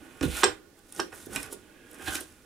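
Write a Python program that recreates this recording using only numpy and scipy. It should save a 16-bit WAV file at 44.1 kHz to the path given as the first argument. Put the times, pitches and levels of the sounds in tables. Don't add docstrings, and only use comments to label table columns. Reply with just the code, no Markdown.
import sys
import numpy as np
from scipy import signal
from scipy.fft import irfft
from scipy.io import wavfile
from scipy.ndimage import uniform_filter1d

SR = 44100
rng = np.random.default_rng(int(sys.argv[2]) if len(sys.argv) > 2 else 0)


def bounce(signal):
    frames = np.transpose(np.atleast_2d(signal))
    limited = np.clip(frames, -1, 1)
    pcm = np.round(limited * 32767).astype(np.int16)
    wavfile.write(sys.argv[1], SR, pcm)


N = 108045


def amp(db):
    return 10 ** (np.asarray(db) / 20)


def unit_rms(x):
    return x / np.sqrt(np.mean(x ** 2) + 1e-20)


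def curve_at(points, hz):
    point_hz, value = np.transpose(points)
    return np.interp(np.log(hz + 1), np.log(point_hz + 1), value)


def add(mix, start_s, sound):
    part = mix[round(start_s * SR):][:len(sound)]
    part += sound[:len(part)]


def colour(x, points, share=1):
    gain = amp(share * curve_at(points, np.fft.rfftfreq(2048, 1 / SR)))
    return signal.oaconvolve(x, np.fft.fftshift(irfft(gain)) * np.hanning(2048), "same")


def narrow(noise, width_hz):
    pole = np.exp(-np.pi * width_hz / SR)
    return signal.lfilter([1], [1, -2 * pole, pole * pole], noise)


# (frequency [Hz], relative level [dB])
AIR_SPECTRUM = [(15, -20), (25, -6.5), (210, -12), (291, -3), (619, -21), (1630, -45), (2200, -25.5),
                (9430, -28), (15800, -33.5)]
# (frequency [Hz], correlation [0-1])
AIR_LIKENESS = [(60, 1), (240, 0.93), (950, 1), (3770, 0.1), (15000, 0.11)]
# (frequency [Hz], left minus right [dB])
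AIR_BALANCE = [(60, -8.5), (240, 5), (950, -14), (3770, -6.5), (15000, -5.5)]


def room_tone():
    frames, hz = N // 256 + 5, np.fft.rfftfreq(1024, 1 / SR)[:, None]
    draws = rng.standard_normal((frames, 513, 4)).T
    likeness, lean = curve_at(AIR_LIKENESS, hz), amp(curve_at(AIR_BALANCE, hz) / 2)
    left = draws[0] + 1j * draws[1]
    right = likeness * left + np.sqrt(1 - likeness ** 2) * (draws[2] + 1j * draws[3])
    spectra = np.array([left * lean, right / lean]) * amp(curve_at(AIR_SPECTRUM, hz))
    return amp(-58.5) * unit_rms(signal.istft(spectra, nperseg=1024, noverlap=768)[1][:, :N])


LEGS_HZ = [52, 69, 110, 152]
TOP_HZ = [218, 270, 315, 368, 410, 488, 522]
PLASTIC_HZ = [660, 780, 870, 945, 1080, 1152, 1250, 1450, 1577, 1640, 1790, 1850, 1960]
STEEL_HZ = [2140, 2340, 2540, 2700, 2870, 3150, 3620, 3972, 5290, 5750, 7400, 7650, 8118, 8233]
LEGS = LEGS_HZ, [-21.5, -5.5, -28.5, -1], [0.59, 0.28, 0.054, 0.067]
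TABLE_TOP = TOP_HZ, [-3.5, 2, -4.5, -1.5, -2, -8.5, 0.5], [0.15, 0.1, 0.18, 0.19, 0.15, 0.19, 0.082]
BOARD = PLASTIC_HZ, [-10, -4, 3.5, 0.5, -3, -5.5, 1.5, 1.3, -4, -5, -10, -4, -6], [0.12, 0.11, 0.016, 0.04,
         0.033, 0.048, 0.038, 0.072, 0.062, 0.088, 0.017, 0.052, 0.038]
BLADE = STEEL_HZ, [-11, -10, -7, -11, -8, -10, -7, -8, -5, -10, -5, -10, -8, -3], [.04, .045, .045, .04,
         .04, .04, .05, .045, .07, .04, .04, .03, .03, .022]


def ring(body, ratio=1, place=0, ring_share=1, count=None, loud_hz=None, octaves=1):
    hz, db, t60 = np.array(body)[:, :count, None]
    t60 = t60 * ring_share
    t, mode = np.arange(0, min(t60.max(), .4), 1 / SR), np.arange(len(hz))[:, None]
    if place > 0:
        db = db + 6 * np.sin(2 * np.pi * 1.654 * place * np.sqrt(mode + 1) + mode)
        db += 2.5 * (place - .3) * np.log2(hz / hz.mean())
    if loud_hz:
        db = db + 11.5 * (np.exp(-(np.log2(hz * ratio / loud_hz) / octaves) ** 2) - .5)
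    swell = 1 - np.exp(-t * hz / 0.26)
    sines = swell * amp(db - 60 * t / t60) * np.sin(2 * np.pi * hz * ratio * t + mode ** 2)
    return signal.sosfilt(signal.butter(3, .7 * hz.min(), "high", fs=SR, output="sos"), sines.sum(0))


# (time [s], hiss [dB], legs [dB], table top [dB], board [dB], blade [dB])
RUB_LEVELS = [
    [(0.0, -64.5, -65, -55.5, -60.5, -61), (0.19, -63.5, -68, -59, -59, -62),
     (0.224, -54, -79, -67, -56, -51), (0.228, -39, -57, -42, -36.5, -42.5),
     (0.278, -50, -57, -58, -59, -49), (0.372, -37.5, -72, -47.5, -40.5, -41),
     (0.414, -37.5, -71, -52, -48.5, -46), (0.428, -50, -56, -85, -32, -42)],
    [(0.47, -53, -50.5, -34.5, -36.5, -52), (0.53, -62, -59, -55.5, -55, -55),
     (0.61, -78, -90, -67, -65.5, -83), (0.72, -93, -83, -68.5, -71, -95), (0.794, -60, -71, -70, -66, -84),
     (0.8, -77, -63, -88, -70.5, -95), (0.9, -62, -84, -58, -68, -84)],
    [(0.9, -57, -73, -72, -83, -77), (0.914, -65, -69, -78, -64, -76), (0.926, -52, -67, -62, -62, -71),
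     (0.934, -58, -69, -68, -63.5, -68), (0.99, -46.5, -61, -41, -50.5, -65)],
    [(1.015, -52, -62, -44.5, -57, -77), (1.091, -70, -91, -55.5, -66, -61),
     (1.12, -66, -66, -69, -62, -69)],
    [(1.12, -62, -59, -75, -50, -77), (1.15, -53, -69, -55, -56, -73), (1.266, -53.5, -62, -65, -60.5, -81),
     (1.282, -63.5, -57, -47.5, -64, -66), (1.352, -40, -57, -49, -44, -53)],
    [(1.37, -45, -52, -52.5, -43, -44), (1.422, -49.5, -68, -43, -56, -67), (1.43, -44, -52, -55, -48, -63),
     (1.442, -49.5, -50, -58, -47, -53), (1.498, -62.5, -66, -48, -59.5, -62),
     (1.53, -43, -66, -54.5, -63, -69), (1.56, -66, -61, -51, -64, -72), (1.62, -65, -71, -73, -68, -69)],
    [(1.62, -69.5, -85, -60.5, -64.5, -66.5), (1.81, -73, -87, -60.5, -65.5, -64),
     (1.9, -65, -73, -60, -61.5, -64), (1.914, -54, -75, -56.5, -68, -62), (1.922, -63, -73, -51, -64, -62),
     (1.95, -56.5, -89, -61, -55, -59), (1.974, -63.5, -78, -53, -64, -59),
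     (2.03, -49, -57, -50, -45.5, -50.5)],
    [(2.03, -52, -56, -56, -57, -60.5), (2.084, -40, -47, -45, -42, -36.5),
     (2.118, -43, -56.5, -47.5, -46.5, -57), (2.154, -34.5, -71, -51, -45, -54),
     (2.194, -51.5, -60, -54, -49, -73), (2.21, -45, -64, -47.5, -65, -76),
     (2.254, -59.5, -68, -74, -62, -65), (2.45, -72, -74, -69, -69, -73)],
]
# (frequency [Hz], relative level [dB])
HISS_SPECTRUM = [(2060, -22.5), (3500, -12), (4450, -17.5), (5400, -12.5), (6730, -12), (7780, -10),
                 (10500, -9), (12300, -20), (14700, -15), (15800, -38)]
SLIPS_PER_S, SPURT_DB, SPURT_S = 5500, 1.5, 0.0044
DULL_HZ, LIGHT_DB, HARD_DB = 3480, -48, -46


def slips():
    sizes = amp(2 * np.minimum(rng.exponential(1, N), 4))
    return sizes * (rng.random(N) < SLIPS_PER_S / SR) * rng.choice([-1., 1.], N)


def rubbing():
    times, *columns = np.transpose(np.concatenate(RUB_LEVELS))
    hiss_db, *body_levels = [np.interp(np.arange(N) / SR, times, db) for db in columns]
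    hiss = slips()
    spurts = unit_rms(uniform_filter1d(rng.standard_normal(N), round(SPURT_S * SR)))
    hiss *= amp(SPURT_DB * spurts)
    out = colour(hiss * amp(hiss_db), HISS_SPECTRUM) / colour(hiss, HISS_SPECTRUM).std()
    for body, db in zip((LEGS, TABLE_TOP, BOARD, BLADE), body_levels):
        friction = slips()
        tap = ring(body, ring_share=0.18, count=8 if body is BLADE else None)
        sound = signal.oaconvolve(friction * amp(db), tap)[:N] / np.linalg.norm(tap) / friction.std()
        if body is BLADE:
            hard = np.clip((db - LIGHT_DB) / (HARD_DB - LIGHT_DB), 0, 1)
            dull = signal.filtfilt(*signal.butter(4, DULL_HZ, fs=SR), sound)
            sound = hard * sound + (1 - hard) * dull
        out += sound
    return out


# (time [s], legs [dB], table top [dB], board [dB], blade [dB],
# crack [dB], place along the bodies [0-1], ring time [times the free ring time])
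KNOCKS = [(0.2099, -28, -29.5, -40.5, -37, -31, 0.12, 0.78), (0.229, -43, -41.5, -39, -31, -30, 0.08, 0.58),
          (0.232, -33, -25, -55, -52, -59, .2, 0.86), (0.2546, -24.5, -57, -63, -68, -52, 0.21, 0.56),
          (0.279, -24.5, -31, -65, -61, -60, 0.12, 0.58), (0.4331, -60, -25, -17.5, -19.5, -17, 0.54, 0.61),
          (0.4384, -58, -24.5, -41, -25.5, -9, 0.45, 0.8), (0.441, -64, -42, -61, -19, -38, 0.3, 1.5),
          (0.9942, -44.5, -32.5, -27, -36, -44, 0.33, 0.64),
          (0.9998, -70, -41.5, -42, -23, -24, 0.42, 0.46), (1.126, -81, -48.5, -46, -47, -54, 0.41, 0.64),
          (1.267, -62, -37, -58, -74, -68, 0.27, 0.33), (1.328, -53, -43.5, -45.5, -55, -53, 0.47, 0.37),
          (1.3604, -43.5, -41, -43, -28.5, -25.5, .2, 0.97),
          (1.4284, -51.5, -61, -76, -42.5, -37, 0.22, 0.65),
          (1.524, -59, -43.5, -54.5, -64, -49, 0.26, 1.11), (2.076, -43, -45, -37.5, -55, -52, 0.41, 1.07),
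          (2.153, -46, -40.5, -50.5, -32.5, -26.5, 0.37, 0.62),
          (2.167, -67, -60, -54, -39, -29, 0.64, 0.28), (2.209, -76, -51.5, -53, -42, -42, 0.16, 1)]
# (pitch of the pressed blade [ratio], blade favoured at [Hz], top favoured at [Hz])
LANDINGS = [(1, 2600, 300), (1, 3600, 280), (1, 3600, 280), (1, 3100, 270), (1, 2700, 220), (1, 3700, 370),
            (1, 5300, 440), (1, 8100, 490), (1.02, 2900, 400), (1.02, 5900, 400), (1, 2500, 440),
            (1, 2500, 310), (1, 2500, 220), (.968, 2460, 250), (1, 5300, 290), (1, 4200, 410),
            (1, 2500, 290), (1, 2500, 290), (1, 3600, 290), (1.125, 9200, 290)]
CRACK_RISE_S, CRACK_BAND_HZ = 0.0016, [1500, 6240]


def knocks():
    out, t = np.zeros(N), np.arange(600) / SR
    noise = rng.standard_normal((len(KNOCKS), len(t)))
    cracks = signal.lfilter(*signal.butter(2, CRACK_BAND_HZ, "band", fs=SR), noise)
    cracks *= t / CRACK_RISE_S * np.exp(1 - t / CRACK_RISE_S)
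    for knock, (ratio, blade_hz, top_hz), crack in zip(KNOCKS, LANDINGS, cracks):
        start, legs_db, top_db, board_db, blade_db, crack_db, place, share = knock
        legs = ring(LEGS, ratio=0.98, place=place)
        board = ring(BOARD, ratio=0.98, place=place, ring_share=share)
        blade = ring(BLADE, ratio=ratio, ring_share=share, loud_hz=blade_hz, octaves=0.27)
        top = ring(TABLE_TOP, ring_share=share, loud_hz=top_hz, octaves=0.28)
        for db, sound in (legs_db, legs), (board_db, board), (blade_db, blade), (top_db, top):
            add(out, start, amp(db) * sound)
        add(out, start, amp(crack_db) * crack)
    return out


# (time [s], peak level [dB], pitch [Hz], rise [ms])
MEAT_TICKS = [(0.7908, -52, 7100, .4), (.9239, -29, 9320, 0.53), (0.9489, -34.5, 9060, 0.85),
              (0.9632, -30, 7200, 0.21), (0.987, -57, 5260, 0.54), (1.151, -37, 11700, 0.59),
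              (1.26, -35, 12400, 0.39), (1.331, -32.5, 9080, 1.6), (1.3477, -40, 9200, 1.4),
              (1.3535, -44, 9400, .5), (1.36, -16, 9100, 0.52), (1.4296, -26.5, 9940, 0.68),
              (1.462, -41, 11300, .4), (1.502, -49, 8900, 1.6), (1.521, -40, 10100, 0.27),
              (1.525, -29.5, 10180, 3.1), (1.532, -31, 9100, 0.4), (1.9136, -36, 11300, 0.29),
              (1.9313, -37, 9300, 0.52), (1.9448, -37.5, 9440, 0.56), (1.9859, -45, 9700, 0.57),
              (2.0234, -41, 8300, 0.46), (2.155, -27, 9800, 0.48), (2.167, -34, 11700, 0.33),
              (2.205, -27, 10240, 1.2)]


def meat_ticks():
    out, t = np.zeros(N), np.arange(900) / SR
    for start, db, hz, rise_ms in MEAT_TICKS:
        real, imag = rng.standard_normal((2, len(t)))
        puff = narrow((real + 1j * imag) * t * np.exp(-t * 1e3 / rise_ms), width_hz=3500)
        snap = (puff * np.exp(2j * np.pi * hz * t)).real / abs(puff).max()
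        add(out, start, amp(db) * snap)
    return out


# (time [s], pitch [Hz], level [dB])
EDGE_SQUEAK = [(1.68, 1630, -69), (1.77, 1630, -67.5), (1.951, 1625, -63), (2.021, 1584, -49),
               (2.054, 1590, -64), (2.078, 1634, -39), (2.107, 1558, -43), (2.12, 1484, -37.5),
               (2.16, 1522, -36), (2.182, 1523, -54.5), (2.218, 1490, -62), (2.239, 1500, -87)]


def edge_squeak():
    times, hz, db = np.transpose(EDGE_SQUEAK)
    t = np.arange(N) / SR
    noise = rng.standard_normal((2, N)) + 1j * rng.standard_normal((2, N))
    fundamental, octave = narrow(noise, width_hz=75)
    carrier = np.exp(2j * np.pi * np.cumsum(np.interp(t, times, hz)) / SR)
    tone = unit_rms((fundamental * carrier + amp(-11) * octave * carrier ** 2).real)
    return tone * amp(np.interp(t, times, db)) * (t > times[0]) * (t < times[-1])


# (frequency [Hz], t60 [s])
KITCHEN_DECAY = [(60, 0.63), (250, 0.17), (1000, 0.16), (4000, 0.21), (9000, 0.19), (15000, 0.17)]
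ECHO_GAP_S, ECHO_LOW_HZ, ECHO_HIGH_HZ, TURNS_PER_S = 0.0028, 290, 6300, 2.3


def kitchen_echoes(near):
    send = signal.lfilter(*signal.butter(1, ECHO_HIGH_HZ, fs=SR), near)
    send = signal.lfilter(*signal.butter(2, ECHO_LOW_HZ, "high", fs=SR), send)
    out, turn = np.zeros((2, N)), np.arange(N) / SR * TURNS_PER_S
    for k in range(4):
        taps, count = np.zeros((2, SR // 2)), (SR // 2 - 40) // 20
        arrivals = np.arange(count) * 20 + rng.integers(0, 20, (2, count))
        np.put_along_axis(taps, arrivals, rng.choice([-1., 1.], (2, count)), 1)
        hz, t, bands = signal.stft(taps, SR, nperseg=256)
        decay = amp(-60 * t / curve_at(KITCHEN_DECAY, hz)[:, None])
        tail = signal.istft(bands * decay, SR, nperseg=256)[1]
        tail = np.pad(tail / np.linalg.norm(tail[0]), ((0, 0), (round(ECHO_GAP_S * SR), 0)))
        fade = np.cos(np.pi / 2 * np.clip((turn - k + 2) % 4 - 2, -1, 1))
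        out += signal.fftconvolve((send * fade)[None], tail, axes=1)[:, :N]
    return amp(-3) * (out + 0.047 * out[::-1])


# (frequency [Hz], left minus right [dB])
BALANCE = [(40, -11), (90, -10.5), (180, -8), (350, -6), (1400, -6.8), (2800, -6), (5600, -4), (8200, -.5),
           (10500, -4.5), (14000, -9)]


def scene():
    near = knocks() + rubbing() + edge_squeak() + meat_ticks()
    left, right = near + kitchen_echoes(near)
    return np.array([colour(left, BALANCE, .5), colour(right, BALANCE, -.5)]) + room_tone()


def record(dry):
    lowpass = signal.firwin(511, cutoff=15880, window=("kaiser", 9), fs=SR)
    return signal.oaconvolve(dry, lowpass[None], "same")


dry = scene()
out = record(dry)
bounce(out)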